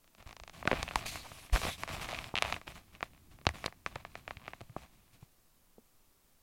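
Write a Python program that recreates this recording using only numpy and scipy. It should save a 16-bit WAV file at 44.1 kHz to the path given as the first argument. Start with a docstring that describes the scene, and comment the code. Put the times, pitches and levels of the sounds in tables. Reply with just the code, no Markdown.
"""The plastic case of a small camera creaks and snaps as fingers shift their grip in a quiet room.
Each time a seam sticks and lets go, it taps the case and makes it ring; a loose part ticks at the start.
Skin slides over the case with a grainy rub, a hiss and a low rumble, and soft bumps of the hand push
on the microphone inside. Then the hand comes to rest and only a faint hiss is left."""
import sys
import numpy as np
from scipy import signal
from scipy.fft import rfft, irfft
from scipy.io import wavfile

SR = 44100
rng = np.random.default_rng(int(sys.argv[2]) if len(sys.argv) > 2 else 0)


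def output_pcm(signal):
    """Save a mono or channel-first signal as 16-bit PCM at the path in sys.argv[1].

    Samples are clipped to [-1, 1] before scaling.
    """
    pcm = np.clip(np.atleast_2d(signal).T, -1, 1) * 32767
    wavfile.write(sys.argv[1], SR, np.round(pcm).astype(np.int16))


N = 283465

# Levels in the tables are relative: the functions scale and filter them further.
# tone colour of the still room with the microphone's own hiss: f/Hz, level/dB
STILL_SPECTRUM = [(20, 1.5), (60, -17), (150, -17), (260, -17.5), (430, -21.5), (750, -24), (1150, -23),
                  (1500, -28), (3000, -29.5), (8000, -29), (16000, -27.5)]
# tone colour of the grip's rumble: f/Hz, level/dB
GRIP_SPECTRUM = [(20, -4), (40, 1), (90, 1), (150, -4), (230, -7.5), (340, -12), (600, -37)]
# tone colour of sliding skin: f/Hz, level/dB
SKIN_SPECTRUM = [(1200, -17.5), (2200, -0.5), (3000, -1.5), (4200, -4), (5200, -5), (7000, -7), (9000, -9),
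                 (10800, -10.5), (13000, -13.5), (16000, -22.5)]
# the holding hand, until it comes to rest: t/s, rub level/dB, rumble level/dB
HOLDING_HAND = [(0.0, -85, -83), (0.45, -73, -68), (0.8, -55.5, -50), (1.2, -64.5, -76), (2.0, -60.5, -63),
                (2.82, -71, -69.5), (3.35, -78, -60), (3.8, -77, -66.5), (4.35, -69.5, -60.5),
                (5.0, -74.5, -75), (5.5, -89.5, -85)]
# strokes of a finger over the case: start t/s, length/s, rub level/dB, hiss level/dB
FINGER_STROKES = [(0.174, 0.037, -59, -74), (0.256, 0.054, -58.5, -68), (0.528, 0.084, -57, -61.5),
                  (0.663, 0.28, -50, -59), (0.733, 0.079, -43.5, -79), (0.959, 0.038, -47.5, -50),
                  (1.006, 0.056, -46, -68), (1.054, 0.039, -51, -42.5), (1.106, 0.068, -49.5, -47),
                  (1.175, 0.29, -57, -55.5), (1.523, 0.055, -37.5, -41.5), (1.586, 0.15, -54, -46),
                  (1.624, 0.068, -38.5, -47.5), (1.776, 0.052, -51, -53.5), (1.878, 0.18, -43.5, -55),
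                  (1.919, 0.028, -61, -47.5), (2.005, 0.03, -44.5, -47.5), (2.072, 0.21, -47.5, -55),
                  (2.348, 0.066, -49.5, -64), (2.436, 0.12, -44.5, -54), (2.665, 0.046, -49, -57.5),
                  (2.738, 0.041, -54, -60), (2.923, 0.028, -57, -71), (3.305, 0.024, -62, -70.5),
                  (3.534, 0.023, -47, -60), (3.559, 0.11, -57.5, -59.5), (3.87, 0.14, -58, -71),
                  (4.095, 0.034, -65.5, -72), (4.167, 0.018, -56, -64), (4.396, 0.07, -71, -92),
                  (4.76, 0.074, -61.5, -66), (4.813, 0.032, -59, -72), (4.92, 0.035, -71.5, -75),
                  (5.125, 0.027, -66.5, -68), (5.204, 0.04, -70, -72)]
# soft bumps of the hand: t/s, level/dB, f/Hz, swell time/s
HAND_BUMPS = [(0.262, -41, 59, 0.0039), (0.412, -44, 51, 0.008), (0.829, -33.5, 75.4, 0.0051),
              (0.958, -31.5, 41.3, 0.0079), (1.524, -17, 43, 0.013), (1.935, -35, 90, 0.0038),
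              (3.467, -28, 90, 0.0067), (3.491, -36.5, 76.9, 0.012), (3.959, -44, 124.5, 0.0047),
              (4.368, -42, 80, 0.0045), (4.615, -44, 114, 0.006), (4.694, -43.5, 120, 0.0075),
              (5.224, -43.5, 123, 0.0054), (5.782, -43, 406, 0.00088), (5.782, -55.5, 236, 0.0074)]
# squeaky rasps of dry skin: start t/s, end t/s, f/Hz, width/Hz, level/dB
SKIN_RASPS = [(1.042, 1.122, 4170, 804, -50.5), (1.128, 1.245, 4180, 800, -56.5),
              (1.307, 1.5, 10500, 2190, -64), (1.649, 1.767, 3580, 604, -48.5),
              (1.643, 1.743, 10900, 1200, -56), (1.789, 1.849, 11100, 2485, -63)]
# the pitches at which the case rings (its modes; wider ones die sooner): f/Hz, width/Hz, level/dB
CASE_MODES = [(120, 198, -4), (336, 350, -6.5), (686, 182, 1.5), (1137, 240, 0.5), (1600, 614, -4),
              (2415, 680, -3.5), (3880, 1300, -7.5), (5960, 4200, -13.5), (10700, 3300, -14.5)]
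# ticks of a loose part: t/s
TICK_TIMES = [0.0433, 0.077, 0.1496, 0.2258, 0.2739, 0.292, 0.3098, 0.3283, 0.3663, 0.3993, 0.4358, 0.4773,
              0.4963]
# slips of a stiff catch: t/s, level/dB
CATCH_SLIPS = [(0.888, -17.5), (2.1363, -19), (2.146, -16), (2.1501, -18), (2.1638, -24), (2.1883, -13),
               (2.2422, -18.5), (2.3547, -5.5), (2.367, -11), (2.3767, -7.5), (2.3853, -7.5), (2.542, -17),
               (2.9508, -31.5), (4.37, -25)]
# Sharpness, below, is the frequency above which a tap loses its treble.
# dry clicks of the seam: t/s, level/dB, sharpness/Hz
SEAM_CLICKS = [(0.91, -2, 3200), (1.1566, -4, 9000), (1.3168, -7.5, 1600), (1.4978, -12.5, 3120),
               (1.8345, 4, 7040), (1.877, -4.5, 7800), (2.0886, -1.5, 6800), (2.564, -3, 4300),
               (2.6142, -12, 6700), (3.0069, -8, 5500), (3.028, 6.5, 4700), (3.3875, -20, 5500),
               (3.4529, -10, 10000), (3.4903, 4, 9200), (3.6418, 3, 4700), (3.6791, -3.5, 2200),
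               (3.7248, -14.5, 4800), (3.8623, 6.5, 5330), (4.05, -4, 4280), (4.154, -2.5, 5200),
               (4.2782, 0, 4900), (4.3081, -1.5, 4500), (4.4794, -0.5, 4200), (4.534, -3, 3500),
               (4.696, -24, 3000)]
# creaks, quick runs of slips:
# start t/s, end t/s, first slip rate/Hz, last slip rate/Hz, level/dB, sharpness/Hz, favoured f/Hz
SEAM_CREAKS = [(0.77, 0.805, 160, 140, -13, 3970, 2696), (1.243, 1.266, 233, 310, -15.5, 1480, 900),
               (1.573, 1.579, 81, 100, -21, 6000, 2400), (1.667, 1.704, 132, 130, -6, 3000, 500),
               (1.886, 1.908, 110, 135, -14, 6000, 1700), (2.094, 2.128, 119, 117, -7.5, 7640, 4030),
               (2.432, 2.515, 107, 98, -6.5, 4640, 2614), (3.134, 3.189, 76, 65, -29, 4500, 2580),
               (4.397, 4.438, 107, 130, -27.5, 3960, 1000), (4.44, 4.47, 115, 130, -21.5, 4800, 2700),
               (4.478, 4.517, 110, 85, -26.5, 4880, 2800)]
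# snaps and hollow knocks around the case:
# t/s, level/dB, sharpness/Hz, favoured f/Hz, its boost/dB, bass boost from flexing/dB
CASE_SNAPS = [(0.627, -2.5, 1974, 560, 4.5, 3.5), (0.6536, -2, 4090, 590, 12, 11.5),
              (0.675, 7, 7000, 1540, 14.5, 13), (0.678, -1.5, 2000, 744, 13, 3.5),
              (0.695, -11, 3000, 800, 9.5, 4.5), (0.714, 14.5, 2500, 410, 10, 3.5),
              (0.7181, -2.5, 7150, 520, 14, 11), (0.7294, 7.5, 2860, 555, 10, 8.5),
              (0.7377, -8, 5880, 820, 12, 20), (0.829, 5, 9500, 4830, 4.5, -3),
              (0.879, -5.5, 2890, 2740, 10, -3), (0.9573, 11, 9910, 910, 10.5, 0),
              (1.5462, -1.5, 12100, 2140, 1, 8), (1.5538, 2, 12160, 1080, 1, 7),
              (1.5604, 4, 4680, 1640, 10.5, 6), (1.6164, -0.5, 8780, 450, 10, -10),
              (1.6514, 1, 5700, 523, 9.5, 11), (2.129, -1.5, 2170, 646, 11, -7),
              (2.3398, -3.5, 1040, 850, 15, 15), (2.4232, 11, 10700, 2744, 6, -5),
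              (2.4485, -6, 3910, 890, 15, -4), (2.5248, 5, 5800, 2450, 7, -5),
              (2.678, -2.5, 3970, 900, 7.5, -13), (3.4136, -21.5, 4940, 580, 5, 11),
              (3.4675, 9.5, 5800, 4500, 10, 3), (3.4673, 10.5, 1500, 800, 6, 7.5),
              (3.6601, 3.5, 13290, 530, 6.5, 9), (3.662, -10, 9550, 4600, 21.5, 13),
              (3.9568, -5, 8200, 890, 6, 9), (3.959, -1.5, 2960, 530, 10, 3.5),
              (4.607, -16, 6250, 784, 8, 9.5), (4.613, -15, 10220, 657, 8, 15),
              (4.7637, 7.5, 930, 595, 4, 5.5), (5.2273, -26.5, 2302, 798, 13.5, 13),
              (5.783, -31.5, 1014, 443, 13.5, 16)]


def from_db(db):
    """Turn decibels into a factor to multiply by."""
    return 10 ** (np.asarray(db) / 20)


def cut(x, hz, kind, order=2):
    """Filter a sound, keeping the "low" part or a "band"."""
    return signal.sosfilt(signal.butter(order, np.clip(hz, 10, .45 * SR), kind, fs=SR, output="sos"), x)


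def rms_one(x):
    """Scale a sound so that its average size (rms) is 1."""
    return x / np.sqrt(np.mean(x ** 2) + 1e-20)


def band_one(x, band_hz):
    """Scale a sound so that the part inside one band has rms 1."""
    return x / np.std(cut(x, band_hz, "band", order=3))


def drift(per_s):
    """A wandering curve of rms 1 that heads for a new random value per_s times a second."""
    targets = rng.standard_normal(N // 20)
    return rms_one(np.interp(np.arange(N) / SR * per_s, np.arange(len(targets)), targets))


def coloured(noise, spectrum):
    """Give a noise the tone colour in a table, at rms 1."""
    hz, db = np.transpose(spectrum)
    bin_hz = np.maximum(np.fft.rfftfreq(N, 1 / SR), 1)
    gain = from_db(np.interp(np.log(bin_hz), np.log(hz), db))
    return rms_one(irfft(rfft(noise) * gain, N))


def add(out, start_s, sound):
    """Mix a short sound in at a given time."""
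    at = int(round(start_s * SR))
    out[at:at + len(sound)] += sound[:N - at]


def still_room():
    """The quiet room and the microphone's own hiss make a faint, steady noise."""
    return from_db(-66.5) * coloured(rng.standard_normal(N), STILL_SPECTRUM)


def wall_echo(sound, fade_s=0.16, level_db=-27):
    """A faint, dull tail comes back from the walls, falling by 60 dB in fade_s."""
    t = np.arange(SR // 2) / SR
    tail = rng.standard_normal(len(t)) * from_db(-60 * t / fade_s) * (t > .006)
    tail = cut(tail / np.sqrt(np.sum(tail ** 2)), [400, 6000], "band", order=1)
    return from_db(level_db) * signal.fftconvolve(sound, tail)[:N]


def hand_bumps():
    """Soft flesh presses on the case slowly: a few low waves swell and die."""
    out, t = np.zeros(N), np.arange(SR // 6) / SR
    for start, db, hz, swell_s in HAND_BUMPS:
        envelope = (t / swell_s * np.exp(1 - t / swell_s)) ** 2
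        add(out, start, from_db(db) * envelope * np.sin(2 * np.pi * hz * t))
    return out


def stroke_envelope(length_s, rise_s=0.0087, ease_db_per_s=14.5, lift_db_per_s=450.5):
    """Loudness of one stroke: a finger starts to slide at once, eases a little, then lifts."""
    t = np.arange(SR // 2) / SR
    loss_db = ease_db_per_s * t + lift_db_per_s * np.maximum(t - length_s, 0)
    return np.minimum(t / rise_s, 1) * from_db(-loss_db)


def hand_movement(skid_s=0.014):
    """How strong rub, hiss and rumble are over time: holding, strokes and skids add up in power."""
    times, *levels = np.transpose(HOLDING_HAND)
    hold, grip = [from_db(np.interp(np.arange(N) / SR, times, db)) for db in levels]
    rub_power, hiss_power = hold ** 2, (hold * from_db(-5)) ** 2
    # after each seam click the finger skids on: a tiny stroke, far softer than the click
    skids = [(start, skid_s, db - 58, db - 66.5) for start, db, _ in SEAM_CLICKS]
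    for start, length_s, rub_db, hiss_db in FINGER_STROKES + skids:
        envelope = stroke_envelope(length_s)
        add(rub_power, start, (from_db(rub_db) * envelope) ** 2)
        add(hiss_power, start, (from_db(hiss_db) * envelope) ** 2)
    rub, hiss = np.sqrt(rub_power), np.sqrt(hiss_power)
    shake = from_db(-52) * (rub / from_db(-50)) ** 0.8   # harder rubbing adds more rumble
    return rub, hiss, np.hypot(grip, shake)


def friction(slips_per_s, spread_db, drag_share):
    """The force of sliding: tiny slips of uneven size over the even noise of dragging."""
    sizes = from_db(spread_db * np.minimum(rng.exponential(1, N), 3)) * rng.choice([-1, 1], N)
    slipping = rng.random(N) < slips_per_s / SR
    return rms_one(sizes * slipping) + drag_share * rng.standard_normal(N)


def finger_echo(sound, delay_s=.0003, echo_share=0.2):
    """Sound bounces off the finger over the microphone hole; as the gap moves, the colour shifts."""
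    now = np.arange(N)
    lag = delay_s * SR * np.exp(0.27 * drift(per_s=12))
    return sound + echo_share * np.interp(now - lag, now, sound)


def sliding_skin(rub, hiss, rumble, unsteady_db=1.5):
    """Sliding skin rings the case, hisses over the microphone hole and shakes the whole camera."""
    pressure = from_db(unsteady_db * drift(per_s=110))
    coarse_force = friction(slips_per_s=550, spread_db=3.0, drag_share=.4)
    grains = signal.fftconvolve(coarse_force, case_ring(flex_db=-0.5, detune=0))[:N]
    grains = band_one(cut(grains, 4500, "low"), [500, 2500])
    fine_force = friction(slips_per_s=6500, spread_db=8.0, drag_share=1.2)
    skin = finger_echo(coloured(fine_force, SKIN_SPECTRUM))
    skin = band_one(skin, [4500, 14000])
    grip = coloured(rng.standard_normal(N), GRIP_SPECTRUM)
    return from_db(-2.75) * pressure * rub * grains + from_db(-3.13) * hiss * skin + rumble * grip


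def skin_rasps():
    """Dry skin catches and flutters: a narrow band of noise swells and fades."""
    out = np.zeros(N)
    for start, end, hz, width, db in SKIN_RASPS:
        flutter = rms_one(cut(rng.standard_normal(SR // 2), [hz - width / 2, hz + width / 2], "band"))
        swell = signal.windows.tukey(int((end - start) * SR), .5)
        add(out, start, from_db(db) * swell * flutter[:len(swell)])
    return out


def case_ring(flex_db, detune, flex_below_hz=500):
    """After one tap the case rings at several fading pitches; flexing sets how strong the low ones are."""
    t = np.arange(SR // 20) / SR
    hz, width, db = np.transpose(CASE_MODES)[:, :, None]
    gain = from_db(db + flex_db * (hz < flex_below_hz)) * 2 * np.pi * width / SR
    gain[1::2] *= -1   # flipping every other mode makes the lows arrive a little late
    hz = hz * np.exp(detune * rng.standard_normal(hz.shape))   # the grip shifts the pitches each time
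    return np.sum(gain * np.exp(-np.pi * width * t) * np.sin(2 * np.pi * hz * t), axis=0)


def snap(db, sharp_hz, spot_hz, spot_db, flex_db, chatter_s=0.0031):
    """A seam lets go in one push, then chatters briefly; the spot that slips favours one pitch."""
    t = np.arange(SR // 50) / SR
    push = cut(1.0 * (t == 0), 8000, "low", order=1)
    chatter = from_db(-28) * rng.standard_normal(len(t)) * np.exp(-t / chatter_s)
    ring = signal.fftconvolve(push + chatter, case_ring(flex_db, detune=.05))
    narrowness = np.clip(6800 / spot_hz, 2, 5.5)   # plastic damps high pitches faster
    spot = signal.lfilter(*signal.iirpeak(spot_hz, narrowness, fs=SR), ring)
    boosted = ring + (from_db(spot_db) - 1) * spot
    return from_db(db) * cut(boosted, sharp_hz, "low", order=3)


def skin_crackles(rub, per_s=18):
    """Now and then sliding skin catches and flicks the case, harder under a harder rub."""
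    out, seconds = np.zeros(N), N / SR
    for when, size, spot in rng.random((int(per_s * seconds), 3)):
        db = 32.5 + (2 * size - 1)   # relative to the rub
        spot_hz = 1400 * 2 ** (2 * spot - 1)   # up to an octave either way
        flick = snap(db, sharp_hz=5500, spot_hz=spot_hz, spot_db=4.0, flex_db=5.0)
        add(out, when * seconds, rub[int(when * N)] * flick)
    return out


def loose_part_ticks(full_at_s=0.38, growth_db_per_s=53):
    """A loose part ticks against the case, harder each time until it is at full strength."""
    out = np.zeros(N)
    for start in TICK_TIMES:
        db = -11 - growth_db_per_s * max(full_at_s - start, 0)
        add(out, start, snap(db, sharp_hz=6700, spot_hz=6600, spot_db=5.5, flex_db=-0.5))
    return out


def stiff_catch():
    """A stiff catch slips and rings at one bright pitch."""
    out = np.zeros(N)
    for start, db in CATCH_SLIPS:
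        add(out, start, snap(db, sharp_hz=8060, spot_hz=2775, spot_db=21.0, flex_db=3.0))
    return out


def seam_clicks(hollow_hz=3700, hollow_depth=0.5):
    """The seam barely stirs one of the case's pitches, so its clicks sound hollow and boxy."""
    out = np.zeros(N)
    for start, db, sharp_hz in SEAM_CLICKS:
        click = snap(db, sharp_hz, spot_hz=1950, spot_db=4.5, flex_db=1.0)
        weak_band = signal.lfilter(*signal.iirpeak(hollow_hz, Q=1.3, fs=SR), click)
        add(out, start, click - hollow_depth * weak_band)
    return out


def seam_creaks(uneven_db=2.5, jitter=0.049):
    """Under a steady load a seam sticks and lets go at an almost even rate."""
    out = np.zeros(N)
    for start, end, first_rate, last_rate, db, sharp_hz, spot_hz in SEAM_CREAKS:
        now = start
        for size, delay in rng.standard_normal((16, 2)):
            if now < end:
                add(out, now, snap(db + uneven_db * size, sharp_hz, spot_hz, spot_db=6.0, flex_db=-4.5))
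            slips_per_s = np.interp(now, [start, end], [first_rate, last_rate])
            now += np.exp(jitter * delay) / slips_per_s
    return out


def case_snaps():
    """As the grip changes, one spot of the case after another slips with a snap or a hollow knock."""
    out = np.zeros(N)
    for start, *slip in CASE_SNAPS:
        add(out, start, snap(*slip))
    return out


def scene():
    """The sounds of case and hand over a still room, in one channel."""
    rub, hiss, rumble = hand_movement()
    plastic = case_snaps() + seam_clicks() + stiff_catch() + loose_part_ticks() + seam_creaks()
    skin = skin_rasps() + skin_crackles(rub) + sliding_skin(rub, hiss, rumble)
    handling = plastic + skin
    return (still_room() + wall_echo(handling) + hand_bumps() + handling)[None]


def record(dry):
    """The highest treble, above 16200 Hz, is cut steeply."""
    return signal.sosfilt(signal.ellip(10, .1, 70, 16200, fs=SR, output="sos"), dry)


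dry = scene()
out = record(dry)
output_pcm(out)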